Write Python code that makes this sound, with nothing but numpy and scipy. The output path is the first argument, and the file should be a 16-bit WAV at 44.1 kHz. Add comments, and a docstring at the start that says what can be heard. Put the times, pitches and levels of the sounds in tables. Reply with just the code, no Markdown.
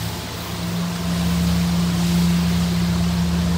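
"""A quiet residential street, heard from a lawn across the road by one microphone: a street sweeper rolls slowly along.
Its suction blower hums a clean tone with faint overtones, and two diesels drone below it: all stacked sines.
Faint whines waver in the roar of air through the ducts, which is noise shaped to a low, broad spectrum.
Brooms scrub the asphalt as noise thickened with random ticks, and a thin high hiss of noise comes and goes."""
import sys
import numpy as np
from scipy import signal
from scipy.fft import rfft, irfft
from scipy.io import wavfile

SR = 44100
rng = np.random.default_rng(int(sys.argv[2]) if len(sys.argv) > 2 else 0)


def digitize_waveform(pressure):
    """Quantize a signal to 16-bit integers and store it at the path in sys.argv[1].

    Rows of a 2-D input are taken as channels; values are limited to [-1, 1].
    """
    field = np.atleast_2d(pressure).T
    bounded = np.clip(field, -1, 1)
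    quanta = np.round(bounded * 32767).astype(np.int16)
    wavfile.write(sys.argv[1], SR, quanta)


def boost_factor(decibels):
    """Convert a level in decibels to a linear amplitude factor."""
    exponent = np.asarray(decibels, float) / 20
    return 10 ** exponent


N = 157437   # length in samples

# In all tables level_db is rms before any waver; waver_db is the spread of a slow random level change.
BLOWER_HZ = 172.7
# Blower tone as the truck clears a parked car and draws level: start_s, level_db
BLOWER_TONE_LEVEL = [(0.0, -36), (0.05, -31.5), (0.25, -37.5), (0.31, -43), (0.34, -43), (0.53, -31.5),
                     (0.82, -23), (0.97, -25.5), (1.39, -19), (1.96, -20.5), (2.2, -16.5), (2.6, -19.5),
                     (3.54, -21), (3.57, -20.5)]
# Blower overtones: multiple, level_db, waver_db
BLOWER_OVERTONES = [(2, -51, 2.5), (3, -56, 1), (4, -51, 0.5), (5, -57.5, 1.5), (6, -56.5, 0)]
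# Blower overtones that swell as their beam sweeps past: multiple, middle_s, half_length_s, peak_level_db
BLOWER_SWELLS = [(2, 2.15, .3, -40.5), (2, 3.35, 0.2, -40), (4, 1.5, .4, -47.5), (4, 3.1, .4, -44.5),
                 (5, 0.14, 0.24, -45), (6, 1.2, 0.37, -43.5), (6, 1.9, .6, -50.5)]

SWEEPER_CYCLE_HZ = 15.345
# Sweeper engine, reference level for its orders: start_s, level_db
SWEEPER_ENGINE_LEVEL = [(0.0, -35), (0.05, -38), (0.26, -42), (0.64, -34), (0.73, -48), (1.21, -30),
                        (1.62, -26), (1.76, -31), (3.54, -26.5), (3.57, -30)]
# Sweeper engine orders: multiple of the cycle, relative_level_db, waver_db
SWEEPER_ORDERS = [(4, -24, 4), (5, 0.5, 1.3), (6, -13, 3.5), (7, -19, 2.5), (10, -16.5, 4), (13, -22, 3),
                  (16, -23.5, 3)]

# Drive engine speed, picking up a little: start_s, firing_hz
DRIVE_SPEED = [(0, 54.7), (1.0, 54.8), (1.8, 55.1), (2.5, 55.35), (3.57, 55.3)]
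# Drive engine, reference level for its orders above the firing note: start_s, level_db
DRIVE_ENGINE_LEVEL = [(0.0, -31), (0.07, -32), (0.2, -40.5), (0.51, -36.5), (1.4, -41), (1.5, -33.5),
                      (1.74, -39), (2.02, -37), (2.18, -39), (2.23, -52), (2.3, -39), (2.99, -31.5),
                      (3.53, -40), (3.57, -46)]
# Drive engine orders: multiple of the firing rate, relative_level_db, waver_db
DRIVE_ORDERS = [(2, 1.5, -0.7), (3, -10.5, 5.5)]
# Upper orders that swell in passing: multiple of the firing rate, middle_s, half_length_s, peak_level_db
DRIVE_SWELLS = [(5, 1.52, 0.42, -45.5), (12, 0.99, .8, -45.5), (12, 2.7, 0.81, -51)]
# Firing note, swelling as the exhaust turns this way: start_s, level_db
DRIVE_FIRING_LEVEL = [(0, -49), (1.2, -49), (2.5, -50), (3.0, -43), (3.57, -37)]

# Faint whines of steady pitch: pitch_hz, level_db, waver_db
WHINES = [(469.3, -51, 3.5), (704, -58.5, 3), (1580, -58, 2.5)]

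# Air and engine roar, before a fixed lift in roar(): start_s, level_db
ROAR_LEVEL = [(0, -35), (.3, -34), (.7, -34), (1.1, -33.3), (1.5, -32.5), (1.85, -33), (2.1, -34),
              (2.4, -31.5), (2.7, -33.5), (3.0, -33.5), (3.3, -33), (3.57, -32)]
# Roar colour, relative only: frequency_hz, density_db (per Hz)
ROAR_SPECTRUM = [(22, -26), (30, -22), (45, -11), (60, -8.5), (90, 7), (130, -0.5), (190, 1), (270, -3.5),
                 (370, -2.5), (450, -6.5), (550, -9), (630, -4.5), (800, -8), (1000, -6), (1400, -11),
                 (2000, -16), (3000, -28)]

# Brooms on asphalt, before a fixed lift in brooms(): start_s, level_db, treble_db (against the body)
BROOM_LEVEL = [(0, -36, -4.5), (.12, -36.5, -4.5), (.3, -37.5, -6.5), (.5, -37, -6), (.75, -37.5, -5.5),
               (1.0, -37, -5.5), (1.2, -35.5, -4.5), (1.35, -35, -4.5), (1.6, -35.5, -4.5),
               (1.8, -35.5, -5.5), (1.95, -35, -5), (2.08, -34, -4), (2.3, -34.5, -4.5), (2.42, -35, -7),
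               (2.6, -34.3, -5.5), (2.75, -35, -6.5), (2.9, -36, -6), (3.1, -36.5, -5.5), (3.3, -37, -6),
               (3.57, -37, -5.5)]
# Broom colour, relative only: frequency_hz, density_db (per Hz)
BROOM_SPECTRUM = [(1200, -11), (2000, -3.5), (2800, -2.5), (3800, -0.5), (5000, -2.5), (5800, -6),
                  (7000, -8), (8500, -9), (9500, -14), (12000, -17.5), (15500, -20)]
BRISTLES_PER_S, BRISTLE_DB = 3000, -9   # tick rate, and tick level against the scrub
BROOM_BRIGHTENS = 1.03   # share of the treble swing per octave above 4 kHz

# High hiss, before a fixed lift in hiss(): start_s, level_db
HISS_LEVEL = [(0.0, -45), (0.05, -42), (0.28, -50), (0.4, -44), (0.42, -42), (0.58, -48), (0.77, -44),
              (0.8, -49), (0.87, -48), (1.2, -51), (1.31, -43), (1.36, -45), (1.89, -49), (2.2, -45.5),
              (2.57, -48), (3.33, -52), (3.46, -51), (3.57, -57)]
# Hiss colour, relative only: frequency_hz, density_db (per Hz)
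HISS_SPECTRUM = [(8000, -21), (10000, -4.5), (12500, 2), (14000, 5), (15800, 10), (17000, -18)]

SPECKLE_DB = 2.5   # spread of the fine flicker in every noise


def rms_one(x):
    """Scales to rms 1."""
    return x / np.sqrt(np.mean(x ** 2) + 1e-20)


def in_time(rows, column=1):
    """Joins one column of a table in time by straight lines."""
    points = np.array(rows)
    return np.interp(np.arange(N) / SR, points[:, 0], points[:, column])


def drift(rate_hz):
    """Slow random wander of spread 1: coarse noise through two equal one-pole low-passes."""
    hop = 40   # samples between coarse points
    r = np.exp(-2 * np.pi * rate_hz * hop / SR)
    noise = rng.standard_normal(N // hop + 2002)
    slow = signal.lfilter([1], [1, -2 * r, r * r], noise)[2000:]   # drop the filter's settling
    return np.interp(np.arange(N) / hop, np.arange(len(slow)), rms_one(slow - slow.mean()))


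def tones(speed_hz, orders, rate_hz):
    """Stacks sines on multiples of a shaft speed, each at its rms level and wavering on its own."""
    turn = 2 * np.pi * np.cumsum(speed_hz * np.ones(N)) / SR
    out = 0
    for multiple, level_db, waver_db in orders:
        gain = np.sqrt(2) * boost_factor(level_db + waver_db * drift(rate_hz))
        out = out + gain * np.sin(round(multiple) * turn + rng.uniform(0, 2 * np.pi))
    return out


def swells(speed_hz, rows):
    """Multiples of a shaft speed that rise and fall in a bell."""
    s = np.arange(N) / SR
    out = 0
    for multiple, middle_s, half_s, level_db in rows:
        bell = np.exp(-((s - middle_s) / half_s) ** 2)
        out = out + bell * tones(speed_hz, [(multiple, level_db, 1.5)], rate_hz=3.3)
    return out


def speckled(x):
    """Noise flickers finely: each cell of a half-overlapped 23 ms frame and 86 Hz has its own gain."""
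    cells = signal.stft(x, nperseg=1024)[2]
    gain = np.repeat(rng.standard_normal((257, cells.shape[1])), 2, axis=0)[:513]
    return rms_one(signal.istft(cells * boost_factor(SPECKLE_DB * gain), nperseg=1024)[1][:N])


def coloured(source, spectrum, patchy_db, rate_hz, swing_db=0, brightens=0):
    """Shapes a source by a spectrum, then lets third-octave bands flicker, partly together; rms 1."""
    hz = np.fft.rfftfreq(N, 1 / SR) + 1e-3   # keeps the logarithm finite at 0 Hz
    table_hz, table_db = np.array(spectrum).T
    colour_db = np.interp(np.log(hz), np.log(table_hz), table_db, left=-80, right=-80)
    shaped = rfft(speckled(source)) * boost_factor(colour_db)
    place = 3 * np.log2(hz)   # position in third octaves
    first, last = int(3 * np.log2(table_hz[0])), int(3 * np.log2(table_hz[-1])) + 1
    together = drift(rate_hz)
    out = 0
    for k in range(first, last + 1):
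        band = irfft(shaped * np.clip(1 - abs(place - k), 0, 1), N)   # triangles that sum to one
        octaves_above = max(k / 3 - np.log2(4000), 0)
        flicker_db = patchy_db * (0.34 * together + drift(rate_hz))
        out = out + band * boost_factor(flicker_db + brightens * octaves_above * swing_db)
    return rms_one(out)


def blower():
    """Blades pass the housing at a steady rate: one clean tone, faint overtones and their swells."""
    tone = boost_factor(in_time(BLOWER_TONE_LEVEL)) * tones(BLOWER_HZ, [(1, 0, 0.59)], rate_hz=4.2)
    overtones = tones(BLOWER_HZ, BLOWER_OVERTONES, rate_hz=2.1)
    return tone + overtones + swells(BLOWER_HZ, BLOWER_SWELLS)


def sweeper_engine():
    """A diesel at steady speed sounds the low orders of its cycle."""
    return boost_factor(in_time(SWEEPER_ENGINE_LEVEL)) * tones(SWEEPER_CYCLE_HZ, SWEEPER_ORDERS, rate_hz=2.35)


def drive_engine():
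    """A diesel that picks up a little sounds its firing note and multiples of it."""
    speed_hz = in_time(DRIVE_SPEED)
    orders = boost_factor(in_time(DRIVE_ENGINE_LEVEL)) * tones(speed_hz, DRIVE_ORDERS, rate_hz=3.0)
    firing = boost_factor(in_time(DRIVE_FIRING_LEVEL)) * tones(speed_hz, [(1, 0, 1.5)], rate_hz=3.0)
    return orders + swells(speed_hz, DRIVE_SWELLS) + firing


def whines():
    """Faint tones of fixed pitch that waver within the roar."""
    return sum(tones(hz, [(1, level_db, waver_db)], rate_hz=1.5) for hz, level_db, waver_db in WHINES)


def roar():
    """Turbulent air in the ducts and engine rumble: broad noise, heaviest in the lows."""
    noise = coloured(rng.standard_normal(N), ROAR_SPECTRUM, patchy_db=0.75, rate_hz=3.4)
    return boost_factor(in_time(ROAR_LEVEL) + 2.0) * noise


def brooms():
    """Dense bristle ticks over a smooth scrub, now brighter, now duller."""
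    treble_db = in_time(BROOM_LEVEL, column=2)
    ticks = (rng.random(N) < BRISTLES_PER_S / SR) * rng.standard_normal(N)
    source = rng.standard_normal(N) + boost_factor(BRISTLE_DB) * rms_one(ticks)
    scrub = coloured(source, BROOM_SPECTRUM, patchy_db=0.54, rate_hz=8.1,
                     swing_db=treble_db - treble_db.mean(), brightens=BROOM_BRIGHTENS)
    return boost_factor(in_time(BROOM_LEVEL) + 2.5) * scrub


def hiss():
    """Smooth noise at the very top, swelling in puffs."""
    noise = coloured(rng.standard_normal(N), HISS_SPECTRUM, patchy_db=0.9, rate_hz=8.0)
    return boost_factor(in_time(HISS_LEVEL) + 1.0) * noise


def scene():
    """All sources reach one microphone, heard alike on both channels."""
    engines = sweeper_engine() + drive_engine()
    mix = blower() + engines + whines() + roar() + brooms() + hiss()
    return np.tile(mix, (2, 1))


def top_cut(x):
    """Nothing passes above the cut-off."""
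    return signal.sosfilt(signal.butter(12, 15740, fs=SR, output="sos"), x)


def record(dry):
    """A steep low-pass removes the top above 15.73 kHz from the finished mix."""
    low_pass = signal.ellip(16, 0.2, 80, 15730, fs=SR, output="sos")
    mix = signal.sosfilt(low_pass, dry)
    return top_cut(mix)


dry = scene()
out = record(dry)
digitize_waveform(out)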